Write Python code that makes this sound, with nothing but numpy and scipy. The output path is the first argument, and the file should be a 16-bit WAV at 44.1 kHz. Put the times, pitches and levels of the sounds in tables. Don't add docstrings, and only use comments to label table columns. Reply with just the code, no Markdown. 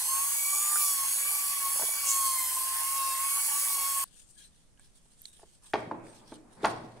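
import sys
import numpy as np
from scipy import signal
from scipy.fft import rfft, irfft, next_fast_len
from scipy.io import wavfile
from scipy.ndimage import uniform_filter1d, map_coordinates

SR = 44100
rng = np.random.default_rng(int(sys.argv[2]) if len(sys.argv) > 2 else 0)


def unload_wav(signal):
    wavfile.write(
        sys.argv[1],
        SR,
        np.round(np.clip(np.atleast_2d(signal).T, -1, 1) * 32767).astype(np.int16),
    )


N = 308700
NOW = np.arange(N) / SR
SIDES = np.array([[.5], [-.5]])
BARS = 10
BLUR = .008

# f/Hz, likeness (1 = the same)
TOOL_LIKENESS = [(300, .7), (1100, .95), (2100, .3), (3700, .5), (5000, .2), (6800, .75), (10000, .75),
                 (12000, .5), (12800, .8), (15000, .2)]


def amp(db):
    return 10 ** (np.asarray(db) / 20)


def unit(x):
    return x / np.sqrt(np.mean(x ** 2) + 1e-20)


def along(points, hz):
    f, v = np.transpose(points)
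    return np.interp(np.log(hz + 1), np.log(f + 1), v)


def colour(spectrum):
    return lambda hz: amp(along(spectrum, hz))


def curves(rows):
    s, *columns = np.transpose(rows)
    return [np.interp(NOW, s, column) for column in columns]


def wobble(rate):
    points = rng.standard_normal(int(N * rate / SR) + 4)
    return map_coordinates(points, [np.arange(N) * rate / SR], order=1)


def fuzz(phase, width_hz):
    apart = np.array([wobble(width_hz), wobble(width_hz)])
    return wobble(width_hz) * np.cos(phase) + apart * np.sin(phase)


def filtered(x, response):
    m = next_fast_len(N + SR // 2)
    return irfft(rfft(x, m) * response(np.fft.rfftfreq(m, 1 / SR)), m)[..., :N]


def rush(gain, alike, patchy_db):
    z = signal.stft(rng.standard_normal((2, N)), nperseg=512)[2]
    patches = uniform_filter1d(rng.standard_normal(z.shape[1:]), size=6, axis=0)
    patches = uniform_filter1d(patches, size=10, axis=1)
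    pair = signal.istft(z * amp(patchy_db * unit(patches)), nperseg=512)[1][:, :N]

    def middle_and_side(hz):
        angle = np.arccos(np.clip(along(alike, hz), -1, 1)) / 2
        return gain(hz) * [np.cos(angle), np.sin(angle)]

    mid, side = filtered(pair, middle_and_side)
    return unit(np.array([mid + side, mid - side]))


def tool():
    # t/s, commutator rate f/Hz
    speed = [(0, 1012), (.14, 1082), (.3, 1126), (.53, 1155), (.66, 1182), (.77, 1190), (.89, 1139),
             (1.025, 1086), (1.14, 1123), (1.31, 1162), (1.45, 1135), (1.56, 1125), (1.67, 1094),
             (1.83, 1138), (1.96, 1150), (2.12, 1095), (2.23, 1088), (2.47, 1028), (2.66, 1057),
             (2.75, 1060), (2.95, 1092), (3.16, 1066), (3.32, 1114), (3.45, 1131), (3.66, 1137),
             (3.81, 1101), (3.91, 1102), (4.04, 1090)]
    # t/s, first tone level/dB, second tone level/dB, treble level/dB
    levels = [(0, -60, -66.0, -31), (0.06, -48, -71, -31), (0.13, -36, -52, -29), (0.25, -40, -62, -30),
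              (0.36, -54, -49, -29), (0.45, -56, -40, -28.5), (0.58, -46.5, -44.5, -27.5),
              (0.71, -42, -58, -28), (0.83, -38.5, -41, -24.5), (0.93, -48.5, -48.5, -27),
              (1.03, -38, -54, -30.5), (1.14, -60, -62, -29), (1.25, -50, -42, -30.5),
              (1.36, -43.5, -42, -27.5), (1.5, -48.5, -55, -29.5), (1.58, -47, -48, -30.5),
              (1.66, -35, -48, -29.5), (1.76, -51.5, -56, -30), (1.88, -57.5, -43, -29.5),
              (2, -48.5, -46, -30.5), (2.12, -38, -50, -28.5), (2.25, -31.5, -57, -27),
              (2.4, -42.5, -46.5, -30), (2.55, -45.5, -56.5, -29.5), (2.67, -39.5, -60, -31),
              (2.8, -40, -53, -30), (2.92, -39, -51.5, -30), (3.03, -32.5, -55, -31),
              (3.18, -38.0, -52, -31.5), (3.32, -40.5, -48, -29), (3.45, -52.5, -52, -28.5),
              (3.58, -46, -54, -28.5), (3.7, -45.5, -50, -27.5), (3.82, -39.5, -50, -29.5),
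              (3.93, -38.5, -58, -28.5), (4.04, -37.5, -58.5, -30.5)]
    # t/s, board overtones level/dB, tilt of the whine/dB per octave
    cutting = [(0, -64, 0.5), (.2, -75, -4), (.6, -54, -18), (.78, -56, -7), (.92, -45, -10),
               (1.1, -53, -0.5), (1.35, -57, 4.5), (1.5, -47, 5), (1.7, -56, 12), (1.9, -52.5, 1.5),
               (2.1, -45.5, -12), (2.32, -47, 0.5), (2.5, -49.5, 13), (2.7, -74, 14.5), (2.95, -58, 10),
               (3.1, -51, 11), (3.25, -61, 6), (3.5, -62, -2), (3.75, -49, -0.5), (4.04, -54, -1)]
    # t/s, change of its share level/dB
    clear = [(0, 1.5), (.8, 1.5), (1.1, -2.5), (2, -2.5), (2.8, -2), (3.3, 0), (4.04, -1)]
    # f/Hz, left minus right level/dB
    pan = [(200, -1), (950, 0), (2400, 2), (4400, -2), (6500, 2.5), (8000, -1), (10500, -4), (12000, .5),
           (15000, 2)]
    # f/Hz, phase by which the left leads/radians
    lead = [(0, 0), (1500, 0), (2300, 2), (3700, 3.1), (4800, 5.5), (5500, 6.6), (7500, 5.6), (9000, 6.3),
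            (11500, 6.8), (12500, 6.3), (16000, 6.6)]
    inertia_s, loaded_hz, free_hz = .25, 1090, 1170
    loaded_share, free_share = .1, .52
    cut_s, cut_fade_s, grit_db = 4.042, 0.00075, -43.5

    first_db, second_db, treble_db = curves(levels)
    cutting_db, tilt_db = curves(cutting)
    bar_hz = uniform_filter1d(curves(speed)[0], size=2200)
    heading_hz = uniform_filter1d(bar_hz + inertia_s * np.gradient(bar_hz) * SR, size=4000)
    free = np.clip((heading_hz - loaded_hz) / (free_hz - loaded_hz), 0, 1)
    share = np.interp(free, [0, 1], [loaded_share, free_share]) * amp(curves(clear)[0])
    turn = 2 * np.pi * np.cumsum(bar_hz) / SR
    uneven = turn + 0.091 * (.8 - share) * wobble(150)

    tones = buzz(turn, first_db, second_db) + board_hum()
    whine_part = np.sqrt(share) * whine(bar_hz, uneven, tilt_db)
    hiss_part = np.sqrt(1 - share) * 0.87 * hiss(uneven)
    treble = amp(treble_db) * (whine_part + hiss_part + hiss_humps(turn) * np.sqrt(share) * 0.87)
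    sound = tones + treble + amp(grit_db) * grit() + squeal(uneven)

    def left_and_right(hz):
        return amp(along(pan, hz) * SIDES) * np.exp(1j * np.interp(hz, *np.transpose(lead)) * SIDES)

    board = board_overtones(uneven, cutting_db) + skips(turn, uneven)
    return (filtered(sound, left_and_right) + board) * np.clip((cut_s - NOW) / cut_fade_s, 0, 1)


def buzz(turn, first_db, second_db):
    flutter_db = np.clip(-.5 * (first_db + 36), .7, 5) * wobble(75)
    slant = .25 * wobble(5.5)
    first = amp(first_db + flutter_db) * np.sin(turn + 0.27 * wobble(44))
    second = amp(second_db + 3.5 * wobble(70)) * np.sin(2 * turn + [slant + 0.037, -slant - .1])
    return np.sqrt(2) * (first + second)


def board_hum():
    # f/Hz, width/Hz, level/dB
    notes = [(1082, 50, -53), (1180, 60, -63)]
    out = np.zeros(N)
    for hz, width_hz, db in notes:
        out += amp(db + 0.81 * wobble(3.6)) * fuzz(2 * np.pi * hz * NOW, width_hz).mean(axis=0)
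    return out


def whine(bar_hz, uneven, tilt_db):
    # multiple of shaft speed, relative level/dB
    lines = [(25.5, -24.5), (30, -21.5), (40, -11.5), (50, -12.5), (57, -15), (59, -5), (60, -10),
             (61, -18), (68, -9), (69, -13), (70, -4), (71, -10), (77, -1.5), (78, -13), (79, -7.5),
             (80, -5.5), (81, -9.5), (87, -11), (89, 1.5), (90, -3), (91, -7.5), (98, -4.5), (99, -2),
             (100, -9.5), (109, -14.5), (110, -18.5), (119, -18.5), (120, -19.5), (129, -17.5)]
    tilt_hz = 8800
    out = np.zeros((2, N))
    for order, db in lines:
        fade_db = 3 * wobble(9)
        if order > 55:
            fade_db += tilt_db * np.log2(order / BARS * bar_hz / tilt_hz)
        slant = 0.67 * wobble(5)
        phase = order / BARS * uneven + 2.16 * wobble(3) + BLUR * order * wobble(160)
        out += amp(db + fade_db) * np.cos(phase + [slant, -slant])
    return unit(out * amp(0.38 * wobble(800)))


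def hiss(uneven):
    # f/Hz, relative level/dB per Hz
    spectrum = [(3000, -51.5), (4200, -17.5), (5500, -14.5), (7000, -12.5), (8000, -7.5), (10000, -4.5),
                (11500, -5), (13500, -10.5), (15700, -11.5)]
    shaft_puff, sharp_puff = 0.055, .25
    puff = 1 + 0.28 * np.cos(uneven) + sharp_puff * np.cos(2 * uneven)
    puff = puff * (1 + shaft_puff * np.cos(uneven / BARS)) * amp(1.0 * wobble(900))
    return unit(puff * rush(colour(spectrum), TOOL_LIKENESS, patchy_db=2.5))


def hiss_humps(turn):
    # multiple of shaft speed, level/dB (before the treble mix scales it)
    humps = [(59, -16), (69.5, -9), (79, -7), (89, -4), (99, -6), (109, -10), (119.5, -12), (129, -12),
             (138.5, -14)]
    width_hz = 650
    return sum(amp(db + 2.84 * wobble(3.01)) * fuzz(k / BARS * turn, width_hz) for k, db in humps)


def grit():
    # f/Hz, relative level/dB per Hz
    spectrum = [(150, -37), (280, -29), (450, -15), (650, -13), (900, 0.5), (1150, -13), (1500, -3),
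                (2500, -2), (3300, -1), (3800, -6.5), (4400, -0.5), (5200, -3), (6500, -41.5)]
    return rush(colour(spectrum), TOOL_LIKENESS, patchy_db=2.5)


def squeal(uneven):
    # f/Hz, width/Hz, level/dB (width and level before the sum is squared)
    bands = [(7100, 640, -19.5), (7300, 3100, -13)]
    # middle t/s, level/dB, time to fall by 20 dB/s
    bites = [(0.872, -36.5, 0.064), (2.097, -25.5, 0.048), (2.162, -33, 0.031)]

    def ring(f):
        both = sum(amp(db) * 1j * f * w / (c * c - f * f + 1j * f * w) for c, w, db in bands)
        return np.abs(both) ** 2

    out = np.zeros((2, N))
    for s, db, half in bites:
        out += amp(db - 20 * ((NOW - s) / half) ** 2) * rush(ring, TOOL_LIKENESS, patchy_db=1.5)
    return out * unit(amp(2 * np.cos(uneven / BARS) + 4 * np.cos(uneven) + 1.5 * wobble(400)))


def board_overtones(uneven, cutting_db):
    # multiple of shaft speed, level/dB on top of the cutting level
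    overtones = [(30, -3), (40, -1), (50, -1), (60, 0), (70, 3), (80, 3), (100, 2)]
    out = np.zeros((2, N))
    for k, db in overtones:
        phase = k / BARS * uneven + 2.5 * BLUR * k * wobble(150)
        level_db = cutting_db + db + 3 * wobble(6) + 2.5 * wobble(120)
        out += amp(level_db) * np.sin(phase + [[.4], [-.4]] * wobble(6))
    return out


def skips(turn, uneven):
    # multiple of shaft speed, relative level/dB
    overtones = [(25, 0), (35, -4), (45, -6), (55, -1), (65, -5)]
    # middle t/s, hum level/dB, overtones level/dB, time to fall by 10 dB/s
    moments = [(.4, -64, -68, .08), (1.17, -63, -68, .13), (2.0, -66, -68, .06), (2.1, -68, -50, .06),
               (3.08, -66, -48, .14), (3.6, -67, -68, .06), (3.85, -66, -56, .14)]
    hum_gain, overtone_gain = np.zeros((2, N))
    for s, hum_db, overtone_db, half in moments:
        fall_db = 10 * ((NOW - s) / half) ** 4
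        hum_gain += amp(hum_db - fall_db)
        overtone_gain += amp(overtone_db - fall_db)
    out = hum_gain * amp(4 * wobble(25)) * np.sin(turn / 2)
    for k, db in overtones:
        line = np.sin(k / BARS * uneven + BLUR * k * wobble(150))
        out += overtone_gain * amp(db + 3 * wobble(40)) * line
    return out


def knocks():
    # t/s, level/dB, strongest pitch f/Hz, spread/octaves
    blows = [(0.757, -27.5, 1440, 0.15), (0.766, -29.5, 1440, 0.2), (1.759, -35.5, 805, 0.57),
             (1.795, -29, 860, 0.92), (1.811, -35, 644, 0.23), (1.821, -30, 700, 1.1),
             (1.832, -33, 520, 0.21), (1.886, -38.5, 710, 0.27), (4.795, -51, 1610, 1.3),
             (5.056, -60, 490, 0.48), (5.393, -51.5, 700, 1.5), (5.417, -56, 656, .8),
             (5.430, -44.5, 513, 0.49), (5.7346, -20, 1980, 0.46), (5.7365, -17, 547, 0.97),
             (5.7395, -20.5, 477, .6), (5.745, -25.5, 747, 1), (5.754, -21, 560, 0.71),
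             (5.821, -33, 600, 0.53), (5.9116, -24.5, 860, 0.27), (5.916, -29.5, 343, 0.62),
             (6.066, -48.5, 2040, 0.25), (6.319, -34.5, 325, 0.88), (6.323, -42, 900, 0.91),
             (6.631, -25.5, 305, 0.7), (6.641, -20, 704, 0.56), (6.6444, -16.5, 900, 0.48),
             (6.647, -15, 1270, 0.87), (6.6506, -11, 880, 0.6), (6.658, -20.5, 886, 1.2),
             (6.665, -22, 990, .6)]
    set_down_s = 5.6
    held_room_db, toy_room_db = -18, -4.5
    out, boom = np.zeros((2, N + 3 * SR)), bench_boom()
    for s, db, pitch_hz, octaves in blows:
        on_toy = s > set_down_s
        room_db = toy_room_db if on_toy else held_room_db
        blow = wood_blow(db, pitch_hz, octaves)
        echo, at = shop(blow), round(s * SR)
        out[:, at:at + len(blow)] += amp(db) * blow
        if on_toy:
            out[:, at:at + SR] += amp(db + room_db + 10.0) * boom
        out[:, at + 300:][:, :echo.shape[1]] += amp(db + room_db) * echo

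    def small_wood(f):
        return (1j * f / (70 + 1j * f)) ** 2 / np.sqrt(1 + (f / 10000) ** 12)

    return filtered(out[:, :N], small_wood)


def wood_blow(db, pitch_hz, octaves):
    # f/Hz, relative level/dB, share of the blow's ring time
    wood = [(317, -2.5, 1.45), (434, -3.5, 1.25), (644.5, 2, 0.91), (878, 4, 0.88), (1093, -2, 1.6),
            (1443, 0, 0.9), (1592, -4, 0.8), (1787, 3, 0.69), (2257, -2.5, 1.75), (2570, -1, 0.48),
            (3130, -8.5, 0.292), (3630, 6.5, 0.35), (4340, -3, .5), (4910, 2, 0.58)]
    t60 = 0.039 * (700 / pitch_hz) ** 0.39
    rise = 0.83 / pitch_hz
    t = np.arange(SR // 5) / SR
    hz, mode_db, life = np.transpose(wood)[:, :, None]
    level_db = mode_db - 9 * np.abs(np.log2(hz / pitch_hz)) / octaves + rng.normal(0, 1, hz.shape)
    rattle = np.cumsum(0.1 * np.sqrt(hz / 800) * rng.standard_normal((len(hz), len(t))), axis=1)
    rattle = uniform_filter1d(rattle + rng.uniform(0, 2 * np.pi, hz.shape), size=16, axis=1)
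    modes = amp(level_db - 60 * t / (t60 * life)) * np.sin(2 * np.pi * hz * t + rattle)
    blow = modes.sum(axis=0) * (1 - np.exp(-(t / rise) ** 2))
    dull = uniform_filter1d(uniform_filter1d(rng.standard_normal(len(t)), size=4), size=5)
    crack = octaves ** 2 * amp(12.5 + 0.52 * db - 60 * t / (.5 * t60)) * (1 - np.exp(-t / rise)) * dull
    return blow / np.abs(blow).max() + crack


def bench_boom():
    # f/Hz, relative level/dB, time to fall by 60 dB/s
    bench = [(118.5, -36.5, 1.2), (222.3, -19, 0.15)]
    t = np.arange(SR) / SR
    boom = sum(amp(db - 60 * t / t60) * np.sin(2 * np.pi * hz * t) for hz, db, t60 in bench)
    return boom * (1 - np.exp(-t / 0.044)) * (1 + 0.42 * np.sin(2 * np.pi * 25 * t))


def shop(x):
    # f/Hz, time to fall by 60 dB/s, relative level/dB
    room = np.array([(148, 0.7, 4), (404, 0.82, -1.5), (908, 0.53, -5), (2530, 0.54, -5), (10000, 0.46, -3)])
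    hz, t, z = signal.stft(rng.standard_normal((2, SR)), SR, nperseg=256)
    apart = along([(200, 0.35), (1500, 1.0)], hz)[:, None]
    fall_db = along(room[:, ::2], hz)[:, None] - 60 * t / along(room[:, :2], hz)[:, None]
    pair = z[0] + apart * z[1] * [[[1]], [[-1]]]
    tail = signal.istft(pair * amp(fall_db), SR, nperseg=256)[1]
    tail = tail / np.sqrt(256 * np.mean(tail[0, :256] ** 2) * 8)
    return signal.fftconvolve(x[None], tail, axes=1)


def hands():
    return strokes() + slides() + squeaks() + ticks()


def strokes():
    # start t/s, length/s, rub level/dB, rustle level/dB, left minus right level/dB
    moves = [(4.01, 0.048, -63, -60, 6), (4.1, 0.036, -71, -65, 8), (4.122, 0.11, -68, -61, 7),
             (4.262, 0.04, -75, -63, 6), (4.348, 0.096, -62, -58.5, 4), (4.505, 0.12, -73, -70.5, 0),
             (4.775, 0.09, -68.5, -65, 0), (4.929, 0.023, -66, -60, -2), (4.997, 0.07, -76, -71, -1),
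             (5.07, 0.052, -73.5, -68, -1.5), (5.163, 0.12, -67, -57.5, -1), (5.3, 0.12, -68.5, -66.5, -2),
             (5.435, 0.12, -73.5, -68, -1), (5.608, 0.2, -68, -61.5, -1), (6.026, 0.08, -64, -60.5, -2),
             (6.116, 0.059, -60, -62, 0), (6.245, 0.11, -64, -66, -2), (6.5, 0.028, -63, -60.5, -4),
             (6.604, 0.056, -55.5, -57, -2), (6.63, 0.079, -56, -53.5, 0), (6.73, 0.25, -69.5, -73.5, -1)]
    # f/Hz, relative level/dB per Hz
    rub_colour = [(710, -44), (1200, -27), (1680, -8), (2020, -20), (3230, -5.5), (4520, -8), (6000, -11.5),
                  (7800, -34), (13200, -120)]
    # f/Hz, relative level/dB per Hz
    rustle_colour = [(2940, -50), (4500, -22), (6000, -7.5), (7500, -2.5), (8600, 3), (9600, 0.5),
                     (10800, -10), (12100, -18), (13300, -15.5), (15500, -29)]
    grip_s, let_go_s = 0.035, 0.08
    rub, rustle = np.zeros((2, 2, N))
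    for s, length, rub_db, rustle_db, pan_db in moves:
        outside = np.maximum((s + grip_s - NOW) / grip_s, (NOW - s - length) / let_go_s)
        shape_db = -20 * np.maximum(0, outside) + pan_db * SIDES
        rub += amp(rub_db + shape_db)
        rustle += amp(rustle_db + shape_db)
    lumps = amp(2.05 * wobble(70) + 1.5 * wobble(14) + 1.8 * wobble(300))
    out = rub * lumps * rush(colour(rub_colour), [(3000, 0.063)], patchy_db=3)
    return out + rustle * lumps * rush(colour(rustle_colour), [(8000, 0.066)], patchy_db=3)


def slides():
    # loudest t/s, level/dB
    moments = [(5.908, -48.5), (6.63, -46.5), (6.76, -70)]
    # f/Hz, relative level/dB per Hz
    spectrum = [(59, -37), (100, -2), (240, 3.5), (286, -2.5), (910, -5), (1010, -9), (2500, -20.5),
                (3250, -42), (5500, -120)]
    rise_db, fall_db = 189, 28
    gain = sum(amp(db - np.maximum(rise_db * (s - NOW), fall_db * (NOW - s))) for s, db in moments)
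    noise = rush(colour(spectrum), [(200, 0.95), (1500, 0.22)], patchy_db=2)
    return gain * amp(1.9 * wobble(40)) * noise


def squeaks():
    # middle t/s, level/dB, time to fall by 10 dB/s, f/Hz, width/Hz
    drags = [(4.17, -66, .04, 8350, 250), (4.235, -68, .03, 7320, 150), (4.3, -65, .025, 8350, 250),
             (4.4, -67, 0.033, 1650, 150), (4.405, -64, .04, 3250, 120), (4.46, -66, .035, 4040, 100),
             (4.793, -71, 0.018, 1640, 150), (5.283, -65, 0.044, 3750, 300), (5.66, -68, .04, 1040, 500)]
    out = np.zeros((2, N))
    for s, db, half, hz, width_hz in drags:
        out += amp(db - 10 * ((NOW - s) / half) ** 4) * fuzz(2 * np.pi * hz * NOW, width_hz)
    return out


def ticks():
    # t/s, level/dB (before a lift of 1.5 dB), f/Hz, left minus right level/dB
    taps = [(4.775, -53, 2840, 1), (4.796, -41.5, 8440, -3.5), (5.218, -42, 9700, -12),
            (5.218, -35, 12800, -8), (5.255, -27.5, 4240, -8), (5.256, -33.5, 7600, -12),
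            (6.656, -25, 9050, -6), (6.657, -25, 6850, 0)]
    out, t = np.zeros((2, N)), np.arange(600) / SR
    for s, db, hz, pan_db in taps:
        rough = np.cumsum(rng.normal(0, 0.15, (2, len(t))), axis=1)
        tick = np.sin(2 * np.pi * hz * t + rough) * (1 - np.exp(-t / .0003))
        out[:, round(s * SR):][:, :len(t)] += amp(db + 1.5 - 60 * t / 0.006 + pan_db * SIDES) * tick
    return out


def floor_noise():
    # f/Hz, relative level/dB per Hz
    spectrum = [(15, -4.5), (25, -3), (100, -17), (160, -14.5), (300, -23), (1000, -32.5), (4000, -38),
                (9000, -32.5), (11500, -41.5), (15700, -79.5)]
    alike = [(30, 0.088), (70, 0.16), (150, 0.11), (500, 0.26), (2000, 0.083)]  # (Hz, likeness)
    air = rush(colour(spectrum), alike, patchy_db=0.0)
    lean = [(30, -1.0), (80, -0.47)]  # (Hz, dB added on the left and taken from the right)
    return amp(-62.5) * filtered(air, lambda hz: amp(along(lean, hz) * [[1], [-1]]))


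def scene():
    return tool() + knocks() + hands() + floor_noise()


def record(dry):
    top_hz = 15750
    return filtered(dry, lambda hz: np.sin(np.pi / 4 * np.clip(1 + (top_hz - hz) / 60, 0, 2)) ** 2)


dry = scene()
out = record(dry)
unload_wav(out)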